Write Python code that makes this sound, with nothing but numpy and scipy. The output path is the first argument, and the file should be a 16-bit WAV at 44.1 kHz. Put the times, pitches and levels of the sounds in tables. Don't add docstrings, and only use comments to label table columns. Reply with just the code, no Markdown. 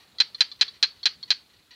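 import sys
import numpy as np
from scipy import signal
from scipy.fft import rfft, irfft, next_fast_len
from scipy.io import wavfile
from scipy.ndimage import uniform_filter1d, map_coordinates

SR = 44100
rng = np.random.default_rng(int(sys.argv[2]) if len(sys.argv) > 2 else 0)


def attenuation_scalar(level_db):
    decades = np.asarray(level_db, float) / 20
    return 10 ** decades


def dump(signal):
    limited = np.clip(np.atleast_2d(signal).T, -1, 1)
    pcm = np.round(limited * 32767).astype(np.int16)
    wavfile.write(sys.argv[1], SR, pcm)


N = 77175


def unit(x):
    return x / np.sqrt(np.mean(x ** 2) + 1e-20)


def along(points, hz):
    f, v = np.transpose(points)
    return np.interp(np.log(hz + 1), np.log(f + 1), v)


def wobble(rate):
    knots = rng.standard_normal(int(N * rate / SR) + 4)
    return map_coordinates(knots, [np.arange(N) * rate / SR])


def filtered(x, response):
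    m = next_fast_len(len(x) + 8192)
    return irfft(rfft(x, m) * response(np.fft.rfftfreq(m, 1 / SR)), m)[:len(x)]


def causal(points):
    def response(hz):
        cepstrum = irfft(np.log(attenuation_scalar(along(points, hz))))
        half = len(cepstrum) // 2
        cepstrum[1:half] *= 2
        cepstrum[half + 1:] = 0
        return np.exp(rfft(cepstrum))
    return response


def night():
    # hz, level_db
    night_curve = [(15, -63), (32, -16), (60, 2), (240, -2), (600, -7.5), (2500, -9), (15600, -22.5),
                   (16100, -35.5)]
    # start_s, level_db
    night_level = [(0, -61.5), (.6, -62), (1.2, -62), (1.75, -64)]
    # hz, level_db
    chorus_curve = [(1500, -41), (3000, -12), (4200, -5), (5000, -15.5), (7000, -79)]
    z = signal.stft(rng.standard_normal(N), nperseg=512)[2]
    patches = uniform_filter1d(rng.standard_normal(z.shape), 6, 0)
    patches = unit(uniform_filter1d(patches, 8, 1))
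    air = signal.istft(z * attenuation_scalar(1.5 * patches), nperseg=512)[1][:N]
    air = unit(filtered(air, lambda hz: attenuation_scalar(along(night_curve, hz))))
    blur = unit(filtered(rng.standard_normal(N), lambda hz: attenuation_scalar(along(chorus_curve, hz))))
    blur = blur * attenuation_scalar(-4 + wobble(33) + 4.4 * wobble(100))
    s, db = np.transpose(night_level)
    return attenuation_scalar(np.interp(np.arange(N) / SR, s, db)) * (air + blur)


def scrub_tail(size):
    # hz, t60_s
    scrub = [(500, 0.3), (2000, .22), (4200, 0.25), (8000, 0.14), (15000, 0.17)]
    hz, t, z = signal.stft(rng.standard_normal(size), SR, nperseg=128)
    decay = attenuation_scalar(-60 * t / along(scrub, hz)[:, None])
    h = signal.istft(z * decay, SR, nperseg=128)[1]
    return h / np.linalg.norm(h)


def burrow_mouth(burrow, t):
    ring_hz, ring_s, ring_db, rim_s, rim_db = burrow
    ring = attenuation_scalar(ring_db - 60 * t / ring_s) * np.sin(2 * np.pi * ring_hz * t)
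    return ring + attenuation_scalar(rim_db) * np.sinc((t - rim_s) * SR)


def gecko(calls, bright, dull, burrow, count, fade_db, bend, last_db, scrub_db, grit,
          jitter, scatter_db, ground_db, ground_s):
    # hz, level_db
    grit_curve = [(3000, -86), (6500, -26.5), (8500, -33), (11500, -43), (13000, -48), (14800, -48),
                  (15800, -63), (17000, -88)]
    tiring, tiring_share = 5, .55
    k, t = np.arange(count) / (count - 1), np.arange(1500) / SR
    step = np.arange(count) / (count - 2)
    slack = (1 - tiring_share) * step ** .6 + tiring_share * step ** tiring
    losses = np.array([fade_db * k ** bend, last_db * k ** tiring, fade_db * k])
    ground = rng.standard_normal(len(t)) * attenuation_scalar(-60 * t / ground_s) * (t > .0008)
    ground = ground / np.linalg.norm(ground)
    ground_levels = attenuation_scalar(ground_db - np.array([[0], [4]]))
    mouth = burrow_mouth(burrow, t)
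    out = np.zeros((3, N + SR))
    for s, db, first_hz, last_hz in calls:
        draw = rng.standard_normal((2, count))
        gaps = 1 / first_hz + (1 / last_hz - 1 / first_hz) * slack
        gaps = gaps * (1 + jitter * draw[0])
        at = s % (1 / SR) * SR + 8 + (np.cumsum(gaps) - gaps) * SR
        n = np.arange(2048)[:, None] - at
        clicks = np.sinc(n) * np.clip(1 - (n / 8) ** 2, 0, 1)
        sizes = attenuation_scalar(db + scatter_db * k * draw[1] - losses)
        space = attenuation_scalar(scrub_db) * np.pad(scrub_tail(14000), (200, 0))
        space[:len(t)] += mouth
        space[0] += 1
        space = np.array([space, space, 0 * space])
        space[:2, :len(t)] += ground_levels * ground
        space[2, :len(t)] = 0.29 * rng.standard_normal(len(t)) * attenuation_scalar(-60 * t / .009)
        heard = signal.fftconvolve(sizes @ clicks.T, space, axes=1)
        out[:, int(s * SR):][:, :heard.shape[1] - 8] += heard[:, 8:]
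    bright_part = filtered(out[0, :N], causal(bright))
    dull_part = filtered(out[1, :N], causal(dull))
    grit_part = filtered(out[2, :N], causal(grit_curve))
    return attenuation_scalar(18.5) * (bright_part + dull_part + grit * grit_part)


def far_geckos():
    # start_s, level_db, first_click_rate_hz, last_click_rate_hz
    far_calls = [(.004, -51.5, 486, 401), (.024, -53, 510, 422), (.0763, -58, 582, 525),
                 (.105, -68, 510, 500), (.3821, -47, 478, 437), (.5917, -46.5, 543, 417),
                 (.738, -48.5, 515, 436), (.7568, -51, 518, 410), (.9598, -52.5, 522, 484),
                 (1.2786, -46.5, 494, 456), (1.39, -64, 504, 440), (1.4921, -59.5, 566, 520),
                 (1.534, -54.5, 487, 450), (1.592, -61, 512, 480), (1.7078, -43.5, 494, 481),
                 (1.733, -50.5, 488, 397)]
    # hz, level_db
    far_bright = [(2000, -41), (3200, -7.5), (4400, -7.5), (5000, -19), (6000, -14), (8000, -40)]
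    far_dull = [(600, -24), (1400, -16), (2000, -6.5), (3000, -14), (5000, -54), (8000, -57)]
    # ring_hz, ring_t60_s, ring_db, rim_echo_s, rim_echo_db
    far_burrow = (4200, .012, -24, .001, -8)
    far_space = dict(last_db=6, jitter=.04, scatter_db=2, ground_db=13, ground_s=.11)
    return gecko(far_calls, far_bright, far_dull, far_burrow, count=9,
                 fade_db=15, bend=0.55, scrub_db=-25, grit=0, **far_space)


def second_gecko():
    # start_s, level_db, first_click_rate_hz, last_click_rate_hz
    second_calls = [
        (.1846, -32.5, 669, 626),
        (.3462, -34.5, 609, 568),
        (.5153, -35, 586, 570),
        (.6804, -33.5, 561, 554),
        (.851, -33.5, 552, 550),
        (1.0307, -32.5, 566, 483),
        (1.2283, -34.5, 560, 511),
    ]
    # hz, level_db
    second_bright = [(2000, -66.5), (2900, -18.5), (3300, -1), (4400, -1), (5000, -7), (5600, -10),
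                     (6500, -16.5), (10000, -84)]
    second_dull = [(500, -60), (1100, -14), (2000, -7), (2700, -20), (4000, -11.5), (8000, -92.5)]
    # ring_hz, ring_t60_s, ring_db, rim_echo_s, rim_echo_db
    second_burrow = (4350, .01, -24, .0009, -8)
    second_space = dict(last_db=6, jitter=.012, scatter_db=1.5, ground_db=-5, ground_s=.02)
    return gecko(second_calls, second_bright, second_dull, second_burrow, count=8,
                 fade_db=13.5, bend=2.33, scrub_db=-10.5, grit=0, **second_space)


def near_gecko():
    # start_s, level_db, first_click_rate_hz, last_click_rate_hz
    near_calls = [
        (.2021, -6.5, 518, 331.7),
        (.4068, -5.5, 524, 319.3),
        (.6114, -6, 492.7, 324.4),
        (.8276, -6, 491, 306.5),
        (1.0565, -6.5, 491.7, 313),
        (1.3048, -7, 446, 328),
    ]
    # hz, level_db
    near_bright = [(300, -103), (1600, -40.5), (3200, -9), (4600, -4.5), (6200, -12), (8000, -31.5),
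                   (11500, -46), (16000, -63)]
    near_dull = [(250, -66), (420, -26.5), (640, -35.5), (860, -22.5), (1600, -10.5), (2100, -9.5),
                 (3300, -10.5), (9000, -71.5)]
    # ring_hz, ring_t60_s, ring_db, rim_echo_s, rim_echo_db
    near_burrow = (4115, .025, -25.5, .00121, -8)
    near_space = dict(last_db=8, jitter=.015, scatter_db=2.5, ground_db=-9, ground_s=.025)
    return gecko(near_calls, near_bright, near_dull, near_burrow, count=10,
                 fade_db=20.5, bend=1.51, scrub_db=-16, grit=1, **near_space)


def microphone(hz):
    # centre_hz, width_hz, level_db
    rings = [(4396, 497, 5.5), (4400, 317, 6.5)]
    response = 1
    for centre, width, db in rings:
        damping = 1j * hz * width
        response = response + attenuation_scalar(db) * damping / (centre * centre - hz * hz + damping)
    return response


def scene():
    callers = far_geckos() + second_gecko() - near_gecko()
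    return (night() + filtered(callers, microphone))[None]


def top_cut(x):
    return signal.sosfilt(signal.butter(12, 16520, fs=SR, output="sos"), x)


def record(dry):
    mix = filtered(dry[0], lambda hz: hz < 16500)[None]
    return top_cut(mix)


dry = scene()
out = record(dry)
dump(out)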